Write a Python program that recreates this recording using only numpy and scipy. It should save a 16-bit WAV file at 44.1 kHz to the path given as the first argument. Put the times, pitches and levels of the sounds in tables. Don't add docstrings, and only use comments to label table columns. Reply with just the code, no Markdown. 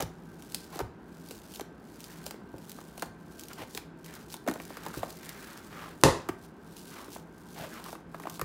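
import sys
import numpy as np
from scipy import signal
from scipy.io import wavfile

SR = 44100
rng = np.random.default_rng(int(sys.argv[2]) if len(sys.argv) > 2 else 0)


def store_pcm(level_fs):
    pcm = np.round(np.clip(level_fs, -1, 1) * 32767).astype(np.int16)
    wavfile.write(sys.argv[1], SR, np.atleast_2d(pcm).T)


def gain_from_db(level_db):
    decades = np.asarray(level_db, float) / 20
    return 10 ** decades


N = 372204

# (frequency [Hz], relative level [dB])
FOAM_SPECTRUM = [(400, -39), (2500, 2.5), (4500, 5), (9000, 2.5), (15000, 0)]


def evened(x):
    return x / np.sqrt(np.mean(x ** 2) + 1e-20)


def colour(x, points):
    hz, db = np.transpose(points)
    bins = abs(np.fft.fftfreq(4096, 1 / SR)) + 1
    log_gain = np.log(gain_from_db(np.interp(np.log(bins), np.log(hz), db)))
    response = np.exp(np.conj(signal.hilbert(log_gain)))
    taps = np.fft.ifft(response).real[:2048]
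    return signal.oaconvolve(x, taps)[:len(x)]


def add(mix, s, sound):
    part = mix[round(s * SR):][:len(sound)]
    part += sound[:len(part)]


def ring(hz, t60):
    t = np.arange(int(t60 * SR)) / SR
    return gain_from_db(-60 * t / t60) * np.sin(2 * np.pi * hz * t)


def grains(per_s, spread_db, length_s):
    starts = rng.random(N) < per_s / SR
    size = gain_from_db(spread_db * np.minimum(rng.exponential(1, N), 4)) * starts
    decay = np.exp(-np.arange(400) / SR / length_s)
    return rng.standard_normal(N) * signal.oaconvolve(size, decay)[:N]


def hum():
    # (frequency [Hz], relative level per Hz [dB])
    air_spectrum = [(21, -27.5), (55, -9.5), (90, -14), (154, -15), (193, -6), (384, -9), (536, -19),
                    (915, -19), (1210, -24), (1500, -22.5), (1900, -31), (15500, -65.5)]
    # (frequency [Hz], bandwidth [Hz], rms level [dB])
    fan_tones = [(165.2, 7, -55.5), (1562.5, 10, -67.5)]
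    out = gain_from_db(-50.5) * evened(colour(rng.standard_normal(N), air_spectrum))
    for hz, width, db in fan_tones:
        resonator = ring(hz, 2.2 / width)
        tone = signal.oaconvolve(rng.standard_normal(N), resonator)[:N]
        out += gain_from_db(db) * evened(tone)
    return out


def room(x):
    # (frequency [Hz], t60 [s])
    decay_times = [(100, 0.26), (500, 0.35), (1000, 0.43), (3000, 0.38), (14000, 0.23)]
    reflections = rng.standard_normal(SR) * (np.arange(SR) > 0.004 * SR)
    hz, t, z = signal.stft(reflections, SR, nperseg=256)
    table_hz, table_t60 = np.transpose(decay_times)
    t60 = np.interp(hz, table_hz, table_t60)[:, None]
    tail = signal.istft(z * gain_from_db(-60 * t / t60), SR, nperseg=256)[1]
    return signal.oaconvolve(x, tail / np.linalg.norm(tail))[:N]


def bin_body():
    # (frequency [Hz], relative level [dB], t60 [s])
    modes = [(76, -8, 0.052), (109, -13.5, 0.29), (165, -6.5, 0.038), (244, -10, 0.036), (348, 2.5, 0.027),
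             (529, -2, 0.042), (978, 9, 0.0092), (1900, 7, 0.0034), (2680, -5.5, .012)]
    # (frequency [Hz], relative level [dB])
    crack_spectrum = [(300, -45.5), (2000, 0), (4500, 0), (9000, 2), (15000, 4)]
    body, t = np.zeros(SR), np.arange(91) / SR
    sweep = signal.chirp(t[:90], 17000, t[90], 600) * signal.windows.tukey(90, 0.3)
    add(body, 0, gain_from_db(6.0) * colour(sweep, crack_spectrum))
    for k, (hz, db, t60) in enumerate(modes):
        sign = (-1) ** k
        add(body, 0, sign * gain_from_db(db) * ring(hz, t60))
    return signal.sosfilt(signal.butter(2, 55, "high", fs=SR, output="sos"), body)


def bin_blows():
    # (time [s], relative strength [dB], contact time [s])
    blows = [(0.027, -18.5, 0.0047), (0.815, -13, 0.0094), (1.317, -34, 0.0049), (2.54, -29, 0.0015),
             (3.069, -23, 0.012), (3.601, -32.5, 0.0027), (4.971, -22, 0.0025), (6.0359, -6, 0.000072),
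             (6.0501, -6, 0.0014), (6.0573, -9.5, 0.0013), (6.062, -8.5, 0.0012), (6.082, -14, 0.0019),
             (6.291, -25.5, 0.0041), (8.42, -17, 0.0057)]
    push, t = np.zeros(N), np.arange(3000) / SR
    for s, db, contact in blows:
        noise = rng.standard_normal(len(t))
        rattle = (t == 0) + 0.014 * noise * np.exp(-t / 0.0022)
        window = signal.windows.hann(int(contact * SR) + 3)
        add(push, s, gain_from_db(db) * np.convolve(rattle, window / window.sum()))
    return gain_from_db(-3.0) * signal.oaconvolve(push, bin_body())[:N]


def drag():
    # (frequency [Hz], relative level [dB])
    rub_spectrum = [(150, -6.5), (500, -8), (1200, -10), (2800, -13), (8000, -25.5)]
    # (middle time [s], level before the fold [dB], length [s],
    # mid-stroke frequency of the hollow fold [Hz])
    strokes = [(0.0, -37.5, 0.09, 790), (0.763, -50.5, 0.11, 790), (2.224, -62.5, 0.45, 1410),
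               (3.517, -49, 0.038, 1300), (3.614, -45.5, 0.095, 740), (4.14, -58, 0.22, 1500),
               (4.903, -55, 0.55, 1320), (5.444, -56.5, 0.64, 1570), (5.834, -50.5, 0.28, 1180),
               (6.993, -53, 0.21, 1180), (7.624, -46, 0.16, 654), (7.763, -50, 0.14, 1300),
               (7.87, -50.5, 0.094, 1000)]
    sink_octaves, lean = 0.95, 0.87
    fold_width, fold_db = 0.4, 7
    out, t = np.zeros(N), np.arange(N) / SR
    rub = evened(colour(grains(per_s=2000, spread_db=2.5, length_s=0.003), rub_spectrum))
    for s, db, length, hz in strokes:
        on = abs(t - s) < length / 2
        u = (t[on] - s) / length + 0.5
        stroke = gain_from_db(db) * np.sin(np.pi * u ** lean) * rub[on]
        fold_hz = hz * 2 ** (sink_octaves * (0.5 - u))
        turn = np.exp(2j * np.pi * np.cumsum(fold_hz) / SR)
        r = np.exp(-np.pi * fold_width * hz / SR)
        smoothed = signal.lfilter([1 - r], [1, -r], stroke / turn)
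        fold = 2 * (turn * smoothed).real
        out[on] += stroke + gain_from_db(fold_db) * fold
    return out


def foam(t):
    # (time when squeezed fullest [s],
    # fizz level [dB], build-up [dB/s], delay until the fingers are free [s], fizz level of the pull [dB])
    swells = [(0.0, -60, 57, 0.01, -57), (0.545, -54.5, 49, 0.22, -48.5), (1.301, -54.5, 72, 0.26, -48),
              (2.05, -54, 70, 0.23, -50), (2.715, -56, 68, 0.31, -51.5), (3.4, -55.5, 78, 0.36, -48.5),
              (4.05, -56.5, 254, 0.28, -50), (4.63, -54, 64, 0.352, -46.5), (5.1, -52.5, 29, 0.16, -49.5),
              (5.45, -53.5, 26, .44, -58.5), (6.02, -62, 38, 0.43, -58), (6.799, -52, 97, 0.35, -47),
              (7.598, -52.5, 62, 0.32, -49.5), (8.2, -58.5, 148, 0.15, -49)]
    ebb, pull_rise, stop = 26.5, 169, 282
    peel_s = 0.0047
    level = 0
    for full, full_db, build_db, until_free, pull_db in swells:
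        free = full + until_free
        rest = gain_from_db(-stop * np.maximum(t - free, 0))
        squeeze = gain_from_db(full_db - build_db * np.maximum(full - t, 0) - ebb * np.maximum(t - full, 0))
        pull = gain_from_db(pull_db - pull_rise * np.maximum(free - peel_s - t, 0))
        level = np.maximum(level, rest * np.maximum(squeeze, pull))
    return level


def fizz():
    bursts = grains(per_s=1000, spread_db=2.8, length_s=0.0012)
    return foam(np.arange(N) / SR) * evened(colour(bursts, FOAM_SPECTRUM))


def pops():
    # (time [s], relative snap level [dB], gulp level [dB],
    # mid-gulp frequency [Hz])
    pockets = [(0.0054, -33.5, -34, 590), (0.0235, -32, -29.5, 366), (0.546, -27.5, -38, 700),
               (0.757, -49, -37, 350), (0.791, -37, -27, 710), (0.798, -58, -29, 440),
               (0.8035, -44, -28, 785), (0.808, -57, -28, 400), (1.3093, -39, -39.5, 410),
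               (1.596, -44, -33, 744), (1.609, -40.5, -31.5, 412), (2.2642, -34, -36.5, 560),
               (2.309, -40, -36.5, 786), (2.341, -68, -41, 400), (2.786, -57, -39, 1100),
               (2.813, -51.5, -44, 980), (2.978, -42, -39, 695), (3.0226, -33, -27, 1420),
               (3.0265, -55, -26.5, 735), (3.749, -42, -39, 406), (3.7751, -34, -30.5, 2150),
               (4.341, -36.5, -37, 920), (4.4638, -60, -34, 400), (4.4758, -38, -21, 615),
               (4.481, -55, -23.5, 260), (4.4852, -38, -23.5, 1350), (4.4967, -42.5, -27.5, 280),
               (4.5122, -42, -30, 267), (4.5566, -54, -33, 525), (4.6, -48.5, -33.5, 2260),
               (4.7037, -53, -37.5, 910), (4.77, -45, -34.5, 1420), (4.8523, -45, -43, 885),
               (4.863, -41.5, -29, 890), (4.869, -55, -36, 428), (4.9407, -47, -33.5, 1120),
               (5.0305, -51, -23, 710), (6.288, -39, -24, 1100), (6.29, -53, -23, 361),
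               (7.081, -67, -39, 367), (7.161, -58, -35, 895), (7.861, -48, -47, 1160),
               (7.884, -52, -40, 1260), (7.928, -47, -34, 840), (7.9525, -55, -35, 1060),
               (8.1443, -64, -32, 1120), (8.1987, -50, -35.5, 1010), (8.236, -54, -37, 1900),
               (8.254, -64, -32, 710), (8.27, -65, -28, 1010), (8.3942, -40.5, -29.5, 1130),
               (8.4138, -34, -24, 1210)]
    # (time [s], relative level [dB])
    ticks = [(0.423, -46), (0.521, -44), (1.5592, -41.5), (2.0048, -44.5), (2.0415, -41.5), (2.582, -50.5),
             (2.695, -40.5), (2.717, -42), (2.9958, -41.5), (3.395, -39), (3.41, -43.5), (3.4353, -41),
             (3.484, -44.5), (3.532, -40), (4.045, -49), (4.061, -46.5), (4.139, -47), (4.152, -45),
             (4.366, -50), (4.538, -39), (4.618, -49), (4.652, -44.5), (4.835, -46), (4.884, -45),
             (5.105, -45), (5.258, -47), (5.2918, -36), (5.5753, -47), (6.0132, -47), (6.767, -46),
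             (7.841, -43), (8.298, -38)]
    # (frequency [Hz], relative level [dB])
    splash_spectrum = [(110, -42), (330, 3.5), (1500, -5), (6000, -28.5)]
    cycles, sink_octaves, lean = 4.05, 1.05, 1
    snaps, gulps, splash, t = np.zeros(N), np.zeros(N), np.zeros(N), np.arange(1200) / SR
    snap = (np.exp(-t / 0.00058) + 0.25 * np.exp(-t / 0.0044)) * np.minimum(t / 0.0004, 1)
    splash_shape = np.exp(-t / 0.0051) * np.minimum(t / 0.0019, 1)
    for s, db in ticks:
        add(snaps, s, gain_from_db(db) * rng.standard_normal(len(t)) * snap)
    for s, snap_db, gulp_db, hz in pockets:
        snap_noise, splash_noise = rng.standard_normal((2, len(t)))
        add(snaps, s, gain_from_db(snap_db) * snap_noise * snap)
        u = np.arange(0, 1, hz / cycles / SR)
        turns = np.cumsum(hz * 2 ** (sink_octaves * (0.5 - u))) / SR
        add(gulps, s, gain_from_db(gulp_db) * np.sin(np.pi * u ** lean) * np.sin(2 * np.pi * turns))
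        add(splash, s, gain_from_db(gulp_db) * splash_noise * splash_shape)
    return gain_from_db(8.5) * colour(snaps, FOAM_SPECTRUM) + gulps + gain_from_db(10.0) * colour(splash, splash_spectrum)


def scene():
    slime = pops() + fizz() + drag()
    box = bin_blows()
    reflections = room(gain_from_db(-11.5) * slime + gain_from_db(-5.0) * box)
    return (slime + box + reflections + hum())[None]


def band_limit(x):
    return signal.sosfilt(signal.butter(12, 17030, fs=SR, output="sos"), x)


def record(dry):
    no_bass = signal.sosfilt(signal.butter(3, 45, "high", fs=SR, output="sos"), dry)
    band_edge = signal.firwin(255, 15800, fs=SR)
    dull = signal.oaconvolve(no_bass, band_edge[None], "same")
    top_treble = no_bass - dull
    soft = np.tanh(dull + gain_from_db(-25.0) * top_treble)
    return band_limit(soft)


dry = scene()
out = record(dry)
store_pcm(out)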